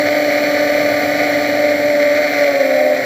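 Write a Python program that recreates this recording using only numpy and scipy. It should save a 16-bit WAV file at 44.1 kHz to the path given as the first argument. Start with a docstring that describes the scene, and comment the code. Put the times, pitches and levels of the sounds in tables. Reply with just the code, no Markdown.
"""Outdoors, at the camera of a small multirotor drone that hovers, then banks into a turn.
Two-bladed rotors at slightly different speeds beat; in the turn the fast ones slow, the slow speed up.
Each rotor hums, buzzes through the frame and chops the air. The motor drives add a thin steady whine,
the motors a faint whistle in the turn. Wind rumbles on the microphone."""
import sys
import numpy as np
from scipy import signal
from scipy.fft import rfft, irfft, next_fast_len
from scipy.io import wavfile

SR = 44100
rng = np.random.default_rng(int(sys.argv[2]) if len(sys.argv) > 2 else 0)


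def bounce(signal):
    """Save signal as a 16-bit WAV file at the path given by the first command-line argument."""
    frames = np.transpose(np.atleast_2d(signal))
    limited = np.clip(frames, -1, 1)
    pcm = np.round(limited * 32767).astype(np.int16)
    wavfile.write(sys.argv[1], SR, pcm)


N = 134505
TIME_S = np.arange(N) / SR

# rotor noise: t/s, buzz/dB, rush/dB, fizz/dB
NOISE_LEVELS = [(0, -24.5, -21.5, -37), (.5, -23, -22.5, -36), (1.25, -23.5, -21, -36),
                (1.8, -25, -23, -38.5), (2.1, -23.5, -23, -38.5), (2.38, -20.5, -21, -37),
                (2.58, -23.5, -25.5, -38), (2.85, -24.5, -26.5, -38.5), (3.05, -26, -21, -40)]


def amp(db):
    """dB to gain."""
    return 10 ** (np.asarray(db) / 20)


def unit(x):
    """Scale to rms 1."""
    return x / np.sqrt(np.mean(x ** 2) + 1e-20)


def curve(table, column=1):
    """Table column, linearly interpolated over time."""
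    columns = np.transpose(table)
    return np.interp(TIME_S, columns[0], columns[column])


def colour(x, spectrum):
    """Filter by a spectral shape; rms 1."""
    size = next_fast_len(N)
    hz, db = np.transpose(spectrum)
    bin_hz = np.fft.rfftfreq(size, 1 / SR)
    gain = amp(np.interp(np.log(bin_hz + 1), np.log(hz + 1), db))
    return unit(irfft(rfft(x, size) * gain, size)[:N])


def drift(rate_hz, size=4096):
    """Random wander up to about rate_hz; rms 1."""
    hz = np.fft.rfftfreq(size, N / SR / size)
    slow = irfft(rfft(rng.standard_normal(size)) / np.sqrt(1 + (hz / rate_hz) ** 4))
    return np.interp(np.arange(N) * size / N, np.arange(size), unit(slow))


def wind():
    """Airflow rumbles on the microphone and rocks the camera mount at its narrow resonance."""
    # wind strength: t/s, level/dB
    levels = [(0, -42.5), (.6, -38), (1.0, -36), (1.4, -39.5), (1.9, -39), (2.5, -56), (3.05, -55)]
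    # rumble shape: f/Hz, gain/dB
    spectrum = [(20, -33), (60, -7), (92, -7.5), (118, -2.5), (200, 4), (400, -6.5), (1000, -53),
                (16000, -85)]
    mount_hz, width_hz, mount_db = 103.9, 6, -8.5
    phase = 2 * np.pi * mount_hz * TIME_S
    mount = drift(width_hz) * np.cos(phase) + drift(width_hz) * np.sin(phase)
    rumble = colour(rng.standard_normal(N), spectrum)
    return amp(curve(levels)) * (rumble + amp(mount_db) * mount)


def drive_whine():
    """Steady switching tones of the motor drives."""
    # switching tones: f/Hz, level/dB
    tones = [(7601, -48), (7644, -57)]
    return sum(np.sqrt(2) * amp(db) * np.sin(2 * np.pi * hz * TIME_S + 0.55 * drift(rate_hz=16))
               for hz, db in tones)


def motor_whistle():
    """Faint wavering whistle as the motors work hardest."""
    # whistle in the turn: t/s, f/Hz, level/dB
    track = [(2.6, 14500, -88), (2.74, 14620, -52), (2.86, 14720, -44), (2.94, 14680, -50),
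             (3.02, 14450, -75)]
    phase = 2 * np.pi * np.cumsum(curve(track)) / SR
    return amp(curve(track, column=2)) * np.sin(phase + drift(rate_hz=30))


def air_fizz(air, steady_share=0.47):
    """High hiss, part steady, part chopped by the blades."""
    # fizz shape: f/Hz, gain/dB
    spectrum = [(20, -57), (7000, -51), (8400, -18.5), (9900, -14.5), (10550, -5.5), (11100, -13),
                (11900, -8), (12400, -6.5), (13600, -6.5), (14100, 3), (15300, -4)]
    hiss = (1 - steady_share) * unit(air) + steady_share * rng.standard_normal(N)
    return amp(curve(NOISE_LEVELS, column=3)) * colour(hiss, spectrum)


def blade_chop(turns, sharpness=1.05, mismatch=0.097):
    """One puff of turbulent air per blade, one blade slightly stronger."""
    puffs = np.exp(sharpness * np.cos(2 * np.pi * 2 * turns))
    imbalance = 1 + mismatch * np.cos(2 * np.pi * turns)
    return unit(puffs * imbalance * rng.standard_normal(N))


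def frame_buzz(turns, odd_db=-3, roughness=0.6, throb=0.28):
    """Frame vibration repeating every shaft turn; even orders lead."""
    orders, size = np.arange(64), 2048
    partials = amp(odd_db * (orders % 2)) * np.exp(2j * np.pi * rng.random(len(orders))) * (orders > 0)
    shake = unit(np.interp(turns % 1, np.arange(size) / size, irfft(partials, size)))
    return shake * (1 + roughness * drift(rate_hz=51)) * (1 + throb * np.cos(2 * np.pi * turns))


def buzz_and_rush(frame, air, split_hz=2600):
    """Frame buzz and rushing air, each coloured; the treble follows its own level."""
    # frame response: f/Hz, gain/dB
    buzz_spectrum = [(300, -47), (800, -28), (1000, -38), (1180, -9.5), (1330, -14.5), (1480, -1),
                     (1620, -10.5), (1800, 0.5), (2130, 3.5), (2400, -3), (2650, -24), (2950, -21.5),
                     (3500, -17.5), (4300, -10.5), (4900, -20.5), (6000, -17.5), (6600, -32.5), (9000, -55),
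                     (16000, -60)]
    # turbulence shape: f/Hz, gain/dB
    rush_spectrum = [(20, -27), (60, -31), (110, -8.5), (250, -12), (470, -1.5), (570, 6), (700, 4),
                     (810, -11), (980, -18.5), (1300, -13), (1600, -4.5), (2150, 2.5), (2420, -6),
                     (2730, -22.5), (3200, -15), (3650, -18.5), (4250, -8.5), (4900, -21), (5800, -18),
                     (6500, -26.5), (7400, -22), (8100, -35.5), (9500, -65), (16000, -67)]
    # treble above split_hz: t/s, gain/dB
    treble = [(0, 0.5), (1.5, 0), (1.9, -.5), (2.3, -1), (2.6, 0), (3.05, -2)]
    buzz = amp(curve(NOISE_LEVELS, column=1)) * colour(frame, buzz_spectrum)
    rush = amp(curve(NOISE_LEVELS, column=2)) * colour(air, rush_spectrum)
    both = buzz + rush
    body = signal.sosfiltfilt(signal.butter(6, split_hz, fs=SR, output="sos"), both)
    return body + amp(curve(treble)) * (both - body)


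def rotor_hum(turns, blade_hz, partial_db, swell_db):
    """Shaft orders fluttering with uneven blade loading; the frame resonance favours the octave."""
    # orders 8 and up, fading in the turn: t/s, gain/dB
    overtones = [(0, 0.5), (.3, 3.5), (1.55, 1.5), (1.8, -6), (2.15, -0.5), (2.45, 0), (2.6, -3),
                 (3.05, -9)]
    # multiples of the shaft rate (2 = blade tone, 4 = its octave)
    shaft_orders = [2, 3, 4, 5, 6, 8, 10, 20, 30]
    frame_hz, width_hz, off_resonance_db = 605.7, 94, -10.5
    flutter_hz = 34.6
    resonance = 1 / (1 + ((2 * blade_hz - frame_hz) / width_hz * 2) ** 2)
    hum = np.zeros(N)
    for order, db in zip(shaft_orders, partial_db):
        db = db + swell_db.get(order, 0)
        depth = 0.091 if order == 2 else 0.2
        if order == 4:
            db = db + off_resonance_db * (1 - resonance)
        if order >= 8:
            db, depth = db + curve(overtones), 0.4
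        phase = 2 * np.pi * order * turns
        in_phase = 1 + depth * drift(flutter_hz)
        quadrature = depth * drift(flutter_hz)
        hum += amp(db) * (in_phase * np.cos(phase) + quadrature * np.sin(phase))
    return -np.sqrt(2) * hum


def rotors():
    """Five beating rotors, each with hum, buzz and chopped air; gusts shake the shafts."""
    # lead rotor: t/s, blade-pass f/Hz
    lead = [(0, 297), (.09, 294.5), (0.169, 300.3), (0.291, 294), (0.399, 295.5), (.6, 294.2), (1.0, 294.7),
            (1.12, 293.7), (1.211, 297), (1.31, 292.7), (1.42, 294.7), (1.51, 292.7), (1.599, 296.5),
            (1.81, 292.5), (1.9, 294), (2.01, 291.5), (2.13, 293), (2.22, 298), (2.33, 291), (2.42, 290.5),
            (2.52, 283), (2.64, 268.5), (2.8, 264), (2.921, 259.5), (3.05, 264)]
    # its shaft orders 2, 4 and 5: t/s, gain/dB
    lead_tone = [(0, -23), (1.3, -22.5), (1.8, -23), (2.3, -27), (2.75, -26), (3.05, -31)]
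    lead_octave = [(0, -19.5), (.45, -20), (.9, -19.5), (1.02, -25.5), (1.3, -21), (1.52, -22.5),
                   (1.64, -16.5), (1.82, -19), (2.0, -14), (2.15, -14.5), (2.33, -26), (2.43, -13.5),
                   (2.55, -14), (2.7, -14.5), (3.05, -19.5)]
    lead_order5 = [(0, 1.5), (.9, 1), (1.1, 4.5), (1.55, 4), (1.8, -3), (2.15, -6), (2.33, 6), (2.5, -6),
                   (3.05, -14)]
    # other rotors: t/s, blade-pass f/Hz, octave gain/dB
    second = [(0, 301, -22), (.6, 300, -6), (1.0, 298, -8), (1.22, 303, -9), (1.6, 298.9, -16),
              (2.0, 296.2, -21), (2.2, 304.1, -7), (2.339, 292.4, -17), (2.48, 287.6, -13),
              (2.61, 280.1, 11), (2.76, 279.3, -6), (3.05, 276.9, -4)]
    third = [(0, 279.7, -4.5), (.5, 278.8, -2), (1.25, 277.5, -5), (1.7, 274.4, -2), (2.1, 273, -15),
             (2.4, 275, -8), (2.551, 283.2, 5.5), (2.661, 295, 2.5), (2.85, 302.5, 7.5), (2.941, 299.2, 5),
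             (3.0, 294, -3.5), (3.05, 284.4, -4)]
    fourth = [(0, 274.3, -2), (0.601, 269.8, 7), (1.498, 270.9, 0), (1.9, 264.7, -8), (2.249, 267.6, 2),
              (2.499, 281.4, -11), (2.682, 288.1, -2), (2.801, 297.1, 8), (2.93, 297, 0), (3.05, 282.5, 9)]
    fifth = [(0, 249.9, -29), (.8, 250.5, 6), (1.4, 242, 9), (2.2, 232.1, -6), (2.42, 241.4, 12),
             (2.62, 261.9, -6), (2.848, 277, -6), (3.05, 272.6, -9)]
    # hum, row per rotor: base level/dB per shaft order
    partials = [(-1.5, -38, 3, -31.5, -41.5, -45, -42.5, -47.5, -42),
                (-42.5, -47, -25.5, -39, -50.5, -42, -44.5, -65, -54),
                (-33, -50, -20, -32, -47.5, -64, -58, -76, -53),
                (-46, -48.5, -40.5, -35, -56, -60, -52, -64, -55),
                (-44.5, -50.5, -36, -38.5, -56, -68, -61, -65, -68)]
    # noise weights, row per rotor: buzz/dB, air/dB
    shares = [(1, -1.5), (1, -5.5), (0.5, -4), (-1.5, 3.5), (5.5, -7.5)]
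    gust_turns, gust_hz = 0.0084, 12.1
    hum, frame, air = np.zeros((3, N))
    for rotor, partial_db, (buzz_db, air_db) in zip([lead, second, third, fourth, fifth], partials, shares):
        blade_hz = curve(rotor)
        turns = np.cumsum(blade_hz / 2) / SR + gust_turns * drift(gust_hz)
        if rotor is lead:
            swell_db = {2: curve(lead_tone), 4: curve(lead_octave), 5: curve(lead_order5)}
        else:
            octave_db = curve(rotor, column=2)
            swell_db = {4: octave_db, 5: 0.54 * octave_db}
        hum += rotor_hum(turns, blade_hz, partial_db, swell_db)
        frame += amp(buzz_db) * frame_buzz(turns)
        air += amp(air_db) * blade_chop(turns)
    return hum + buzz_and_rush(frame, air) + air_fizz(air)


def scene():
    """Drone and wind, mono."""
    return (rotors() + drive_whine() + motor_whistle() + wind())[None]


def record(dry):
    """A deep treble notch near 9 kHz, then the camera's band limit."""
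    notch_hz, width_hz, notch_db, cutoff_hz = 8920, 340, -50, 15350
    hz = np.fft.rfftfreq(N, 1 / SR)
    notch = amp(notch_db * np.exp(-2 * ((hz - notch_hz) / width_hz) ** 2))
    notched = irfft(rfft(dry) * notch, N)
    lowpass = signal.firwin(1023, cutoff_hz, window=("kaiser", 9), fs=SR)
    return signal.oaconvolve(notched, lowpass[None], "same")


dry = scene()
out = record(dry)
bounce(out)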